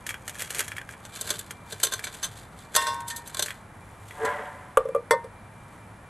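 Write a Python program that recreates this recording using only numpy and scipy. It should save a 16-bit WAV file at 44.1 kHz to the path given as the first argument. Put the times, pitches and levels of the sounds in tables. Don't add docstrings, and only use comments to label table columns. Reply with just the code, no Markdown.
import sys
import numpy as np
from scipy import signal
from scipy.fft import rfft, irfft
from scipy.io import wavfile
from scipy.ndimage import uniform_filter1d

SR = 44100
rng = np.random.default_rng(int(sys.argv[2]) if len(sys.argv) > 2 else 0)


def output_pcm(signal):
    pcm = np.clip(np.atleast_2d(signal).T, -1, 1) * 32767
    wavfile.write(sys.argv[1], SR, np.round(pcm).astype(np.int16))


N = 268564
TIME = np.arange(N) / SR
DETUNE = 0.0075

# t/s, level/dB
RATTLES = [(0.066, -35.5), (0.091, -34.5), (0.2787, -34.5), (0.2945, -39), (0.307, -53), (0.394, -37),
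           (0.4035, -36), (0.4203, -31.5), (0.5045, -33), (0.547, -34), (0.584, -33.5), (0.5923, -26),
           (0.605, -29), (0.68, -38), (0.768, -47), (0.9087, -50), (1.16, -43), (1.274, -43), (1.462, -54),
           (1.508, -39), (1.8, -40.5), (1.9927, -42), (2.142, -52), (2.743, -40), (2.943, -45),
           (3.005, -46), (3.46, -35.5), (4.084, -53)]
# t/s, level/dB, decay time/s, tilt/(dB/octave), hollow bass/dB, high ring/dB
CLINKS = [(1.051, -41, 0.003, -2.5, -3, 16), (1.2108, -22.5, 0.0036, 6, 11.5, 14),
          (1.3033, -21, 0.0056, 1, 9.5, 15), (1.391, -25, 0.0036, 8.5, 17, -15),
          (1.723, -32.5, 0.0068, 0.5, 10.5, 9), (1.83, -25.5, 0.005, 0.5, 0, 6),
          (1.8335, -14.5, 0.007, 3, -1, 3), (1.846, -20, 0.0068, 3.5, 11, 22),
          (1.868, -29.5, 0.0033, 0, -1, 14), (1.92, -27, 0.018, -1.5, 0, 14),
          (1.936, -27.5, 0.0042, 1, 2, 16), (2.0404, -29, 0.0086, 1.5, -6, 9),
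          (2.0686, -36.5, 0.013, -3.5, -4, 12), (2.2277, -26.5, 0.012, -0.5, -5, 23),
          (2.24, -26, 0.011, -0.5, -17, 14), (2.7501, -21, 0.0075, -1.5, 0.5, 19),
          (2.7618, -13, 0.0043, 3, -4, 10), (2.8691, -32.5, 0.0046, -2, -9, 20),
          (3.0795, -27.5, 0.011, 6.5, -4, 7), (3.1006, -30, 0.013, 0.5, -14, 10),
          (3.1608, -28, 0.013, 6.5, 2, 9), (3.274, -24.5, 0.006, 12.5, 26, 19),
          (3.3452, -32.5, 0.0028, -1, -9, 1), (3.37, -32, 0.00063, 0.5, 1, 7),
          (3.393, -22.5, 0.0057, -0.5, -1, 16.5), (3.4227, -21, 0.0078, 1.5, -3.5, 13),
          (4.25, -34, 0.0074, 1, 3, 11)]


def amp(db):
    return 10 ** (np.asarray(db) / 20)


def unit(x):
    return x / np.sqrt(np.mean(x ** 2) + 1e-20)


def add(mix, s, sound):
    part = mix[max(round(s * SR), 0):][:len(sound)]
    part += sound[:len(part)]


def body(x, colour, peaks=(), size=8192):
    hz = abs(np.fft.fftfreq(size, 1 / SR))
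    points, levels = np.transpose(colour)
    db = np.interp(np.log(hz + 1), np.log(points), levels)
    for centre, width, height in peaks:
        db = db + height / (1 + (2 * (hz - centre) / width) ** 2)
    spectrum = np.exp(np.conj(signal.hilbert(np.log(amp(db)))))
    response = np.fft.ifft(spectrum).real[:size // 2]
    return signal.oaconvolve(x, response / np.linalg.norm(response))[:len(x)]


def grains(per_s, spread_db, count):
    sizes = amp(spread_db * np.minimum(rng.exponential(1, count), 4)) * rng.choice([-1, 1], count)
    return sizes * (rng.random(count) < per_s / SR)


def burst(db, decay_s, tilt_db, per_s, rise_s, linger, count=6000):
    t, hz = np.arange(count) / SR, np.fft.rfftfreq(count, 1 / SR)
    envelope = (1 - np.exp(-t / rise_s)) * (np.exp(-t / decay_s) + linger * np.exp(-t / 0.013))
    impacts = np.pad(grains(per_s, 2, count) * envelope, (64, 0))[:count]
    octaves = np.log2(np.clip(hz, 1200, 12000) / 6500)
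    tilted = irfft(rfft(impacts) * amp(tilt_db * octaves), count)[64:]
    return amp(db) * tilted / np.linalg.norm(tilted) * np.sqrt(SR / 100)


def swells(rows, rise_db_per_s, fall_db_per_s):
    power = 0
    for s, db in rows:
        drop_db = np.maximum((s - TIME) * rise_db_per_s, (TIME - s) * fall_db_per_s)
        power += amp(db - drop_db.clip(0, 120)) ** 2
    return np.sqrt(power)


def air():
    # f/Hz, level/dB
    colour = [(15, -49), (25, -10), (97, -0.5), (383, -12), (953, -8.5), (2130, -17.5), (2370, -24),
              (5440, -37), (11000, -30), (12500, -44.5), (22000, -110)]
    # f/Hz, width/Hz, gain/dB
    peaks = [(102.8, 6.5, 9.2), (180, 137, 2.75), (2362, 18, 22.3)]
    return amp(-47) * unit(body(rng.standard_normal(N), colour, peaks))


def flow():
    # t/s, level/dB
    tilts = [(0.395, -41), (0.56, -38.5), (1.163, -38), (1.286, -31.5), (1.71, -44), (1.93, -48),
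             (2.145, -40.5), (2.365, -43), (2.605, -49), (2.82, -32), (3.49, -41.5)]
    creep_db, pour_end_s = -64.5, 2.9
    jolts = [(s, -44.5 + 0.5 * (db + 31)) for s, db, *_ in RATTLES + CLINKS]
    wakes = swells(jolts, rise_db_per_s=789, fall_db_per_s=226)
    slides = swells(tilts, rise_db_per_s=335, fall_db_per_s=190)
    return np.sqrt(wakes ** 2 + slides ** 2 + amp(creep_db) ** 2 * (TIME < pour_end_s))


def trickle(level):
    clump_s, bed = 0.0025, 0.3
    contacts = abs(grains(per_s=300, spread_db=-1, count=N))
    clumps = bed + signal.lfilter([1], [1, -np.exp(-1 / (clump_s * SR))], contacts)
    return level * unit(clumps * grains(per_s=9000, spread_db=2.5, count=N))


def pellets(running):
    # f/Hz, level/dB
    colour = [(100, -29), (450, 3.5), (850, -7.5), (1500, 5.5), (2800, 2), (5200, -5), (6700, 2.5),
              (9000, 0.5), (12500, -1.5)]
    # f/Hz, width/Hz, gain/dB
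    peaks = [(1680, 300, 2.3), (2297, 49, 5.9), (3280, 55, 11.4), (8340, 270, 2.8)]
    # t/s, level/dB, f/Hz
    heavy_hits = [(0.066, -13.5, 1730), (0.0917, -6.5, 1830), (0.107, -10, 1700), (0.1425, -9, 1600),
                  (0.354, -18.5, 1750), (0.5924, -18, 2030), (0.606, -3.5, 1580), (0.6804, -13, 1740),
                  (0.7184, -8, 1700), (0.766, -12, 2200), (0.7823, -7.5, 1800), (0.815, -15.5, 1600),
                  (0.891, -14, 1640), (0.938, -19.5, 1700), (1.305, -22, 1480), (1.508, -14.5, 1460),
                  (1.9933, -11.5, 1660), (2.04, -9.5, 2300), (2.07, -11, 1585), (3.484, -10, 1790),
                  (3.506, -8, 1890), (4.109, -16.5, 1960)]
    drive, clacks = amp(5.5) * trickle(running), np.zeros(N)
    for s, db in RATTLES:
        tilt_db = 0.04 * (db + 63)
        rattle = burst(db, decay_s=0.0051, tilt_db=tilt_db, per_s=10000, rise_s=0.0003, linger=0.17)
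        add(drive, s, amp(4.5) * rattle)
    for s, db, hz in heavy_hits:
        add(clacks, s, clack(db, hz))
    return body(drive, colour, peaks) + clacks


def clack(db, hz, count=4096):
    # f/Hz, level/dB
    colour = [(100, -48), (900, -12), (1500, 0), (3200, -9), (4500, -34), (12500, -24)]
    # f/Hz, width/Hz, gain/dB
    wall_peaks = [(2340, 180, 10), (3305, 130, 12)]
    hit = 0.13 * grains(per_s=5300, spread_db=-1.5, count=count) * np.exp(-np.arange(count) / SR / 0.012)
    hit[0] = 1
    crunch = burst(-35.5, decay_s=0.0034, tilt_db=0.5, per_s=10000, rise_s=0.0005, linger=0.1)[:count]
    peaks = [(centre * (1 + 2 * DETUNE * rng.standard_normal()), width, height)
             for centre, width, height in wall_peaks]
    return amp(db) * (body(hit, colour, peaks + [(hz, 240, 11)]) + crunch)


def neck(running):
    # f/Hz, level/dB
    colour = [(100, -21.5), (430, -6.5), (800, -6.5), (1500, -6), (2700, -5.5), (3800, 1), (5300, -2.5),
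              (7600, 1), (10000, -2), (12500, -3.5)]
    # f/Hz, width/Hz, gain/dB
    resonances = [(430, 80, 14), (615, 60, 13.5), (1065, 60, 13.5), (1593, 350, 14.5), (3076, 120, 8),
                  (3528, 190, 11), (4120, 240, 7), (4600, 255, 3), (5490, 290, -11), (6600, 210, -4),
                  (7770, 530, 5)]
    weaker = [(hz, width, 0.98 * db) for hz, width, db in resonances]
    sound = amp(-0.5) * body(trickle(running), colour, weaker)
    for s, db, decay_s, tilt_db, hollow_db, ring_db in CLINKS:
        peaks = np.array(resonances + [(6175, 260, ring_db), (450, 350, hollow_db)])
        peaks[:, 0] *= 1 + DETUNE * rng.standard_normal(len(peaks))
        knock = burst(db, decay_s, tilt_db, per_s=11000, rise_s=0.0013, linger=0.062)
        add(sound, s, amp(0.5) * body(knock, colour, peaks))
    return sound


def mode(hz, t60, count):
    t = np.arange(count) / SR
    return np.sin(2 * np.pi * hz * t) * 10 ** (-3 * t / t60)


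def stove(count=32000):
    # t/s, place (0 rim, 1 foot), wall ring/dB, base thud/dB, crack/dB, build-up of the thud/s
    blows = [(2.7635, 0, -24.5, -36, -26, .0003), (2.8676, 0, -31.5, -58, -58, .0003),
             (4.7717, 0.3, -48, -6.5, -13.5, .0003), (4.852, 1, -56, -15, -44, .006),
             (4.887, 1, -56, -16, -39, .007), (4.9475, 1, -56, -12, -31, .002),
             (4.96, 1, -62, -11.5, -39, .003), (5.1085, 1, -19.5, -24, -19, .0003),
             (5.119, 1, -40, -21, -42, .002), (5.133, 1, -48, -12, -55, .003),
             (5.242, 1, -52, -27, -52, .006)]
    # f/Hz, T60/s, level struck at the rim/dB, level struck at the foot/dB
    wall_modes = [(470, 0.4, -17, 7), (614, 0.36, -4.5, 0), (941.5, 1.15, -2, 0.5), (1076.5, .56, 2, 0),
                  (1525, .8, -6, -14), (1840, .72, -2, -3.5), (2097, 0.48, -16, -1), (2754, 0.38, -10, -36),
                  (3605, 0.48, -7, -22), (4204, .36, -14, -30), (5023, 0.32, -11, -22),
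                  (5535, .36, -17, -26)]
    # f/Hz, level/dB, T60/s
    base_modes = [(455, -5.5, 0.085), (532.5, 2, 0.055), (578, 2, 0.02), (1173, -2, 0.05)]
    # f/Hz, level/dB
    crack_colour = [(100, -12), (500, 16.5), (1200, 23.5), (2100, 6), (3300, 1), (4800, -32), (6200, -9),
                    (9300, -3), (12500, -6)]
    # f/Hz, level/dB
    tin_colour = [(300, -48), (1300, 16.5), (2200, 8), (2850, -9), (3400, 3.5), (4900, 0.5), (6600, -7.5),
                  (12000, -2.5)]
    # f/Hz, width/Hz, gain/dB
    tin_peaks = [(3500, 200, 6.9), (5560, 450, 10), (7870, 480, 16), (9260, 370, 15)]
    grip_s, grip_db_per_s = 3.2, 54
    softening_db = 2.5
    overtone_t60, lowest_hz = 0.26, base_modes[0][0]
    metal, cracks, clanks = np.zeros((3, N))
    t = np.arange(count) / SR
    push = 1 - np.exp(-t / 0.0007)
    overtones = sum(rng.choice([-1, 1]) * mode(hz, overtone_t60, count)
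                    for hz in rng.uniform(3105, 11870, size=70))
    for s, foot, wall_db, base_db, crack_db, build_s in blows:
        sag, damping = 1 - 0.01 * foot, 1 + 2.4 * foot
        wall = sum((-1) ** k * amp(rim_db + foot * (foot_db - rim_db))
                   * mode(hz * sag, t60 / damping, count)
                   for k, (hz, t60, rim_db, foot_db) in enumerate(wall_modes))
        thud = sum((-1) ** k * amp(db - softening_db * build_s * (hz - lowest_hz)) * mode(hz, t60, count)
                   for k, (hz, db, t60) in enumerate(base_modes))
        jitter = unit(uniform_filter1d(rng.standard_normal(count), size=260))
        buzz = 1 + 0.25 * (1 - foot) * jitter
        grip = amp(-grip_db_per_s * np.maximum(s + t - grip_s, 0) * (s < grip_s))
        add(metal, s, amp(wall_db) * push * buzz * grip * wall)
        add(metal, s, amp(base_db) * (1 - np.exp(-t / build_s)) * thud)
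        add(metal, s, amp(2 * crack_db + 3) * mode(hz=45.3, t60=0.029, count=4000))
        crack = burst(crack_db, decay_s=0.003, tilt_db=2, per_s=12000, rise_s=0.0014, linger=0.027)
        add(cracks, s, crack)
        clash_db = wall_db - 2 - 2 * foot
        clash = burst(clash_db, decay_s=0.003, tilt_db=0, per_s=30000, rise_s=0.0004, linger=0.08)
        damped = overtones * amp(-60 * t * (damping - 1) / overtone_t60)
        add(clanks, s, clash)
        add(clanks, s, 0.0072 * signal.fftconvolve(clash, damped))
    add(metal, s=3.105, sound=amp(-34) * push * mode(hz=1825, t60=0.37, count=count))
    return metal + body(cracks, crack_colour) + body(clanks, tin_colour, tin_peaks)


def sleeves():
    # t/s, level/dB
    strokes = [(3.8, -66.5), (4.24, -51.5), (5.72, -62)]
    colour = [(300, -12), (1800, -5), (3300, 1), (5000, -7.5), (8000, 0.5), (12000, -4)]
    fibres = unit(grains(per_s=1400, spread_db=-6, count=N))
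    return body(swells(strokes, rise_db_per_s=35, fall_db_per_s=29) * fibres, colour)


def scrape():
    # f/Hz, level/dB
    colour = [(100, -24), (330, -7), (550, 2.5), (1000, 4), (1400, 2.5), (1950, 3.5), (2400, -9.5),
              (3300, -22), (4000, -27.5), (12000, -34)]
    # f/Hz, width/Hz, gain/dB
    peaks = [(577, 32, 12.7), (740, 15.4, 15.4), (905, 13, 13), (1006, 41, 13.3), (1638, 50, 7.9)]
    # t/s, level/dB
    groans = [(4.245, -29), (4.41, -40.5)]
    slip_hz = 150 * np.exp(0.42 * unit(uniform_filter1d(rng.standard_normal(N), size=250)))
    slip_count = np.floor(np.cumsum(slip_hz) / SR)
    slips = np.diff(slip_count, prepend=0) * rng.uniform(0.42, 1, N)
    drive = unit(slips) + 3.5 * unit(grains(per_s=2000, spread_db=-0.5, count=N))
    sand = grains(per_s=120, spread_db=2, count=N)
    snaps = unit(body(sand, [(1000, 7), (3200, 12), (5000, -12), (12000, -25)], [(3270, 430, 3)]))
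    rasp = unit(body(drive, colour, peaks)) + amp(-20) * snaps
    groan = unit(body(drive, [(150, -8), (440, 6), (900, -50)], [(440, 49, 16)]))
    push = swells([(4.255, -27)], rise_db_per_s=233, fall_db_per_s=60)
    return rasp * push + groan * swells(groans, rise_db_per_s=335, fall_db_per_s=277)


def yard(x, t60, colour, count=12000):
    t = np.arange(count) / SR
    taps = grains(per_s=2900, spread_db=2.5, count=count) * (t > 0.004) * 10 ** (-3 * t / t60)
    return signal.oaconvolve(body(x, colour), unit(taps) / np.sqrt(count))[:N]


def scene():
    upend_s, upend_length_s = 0.9, 0.2
    in_neck = 0.9 * np.clip((TIME - upend_s) / upend_length_s, 0, 1)
    running = flow()
    jar = pellets(running * np.sqrt(1 - in_neck)) + neck(running * np.sqrt(in_neck))
    near = jar + stove() + scrape() + sleeves()
    mid = near + amp(-18) * yard(near, t60=0.17, colour=[(200, 1.5), (2000, -1.5), (12000, -19.5)]) + air()
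    diffuse = signal.lfilter(*signal.butter(1, 450, "high", fs=SR), air())
    side = amp(-37) * yard(near, t60=0.027, colour=[(3500, 5), (12000, -30)]) + amp(-11) * diffuse
    return np.array([mid + side, mid - side])


def record(dry):
    low_pass = signal.firwin(255, cutoff=12550, window=("kaiser", 8), fs=SR)
    return signal.oaconvolve(dry, low_pass[None], "same", axes=1)


dry = scene()
out = record(dry)
output_pcm(out)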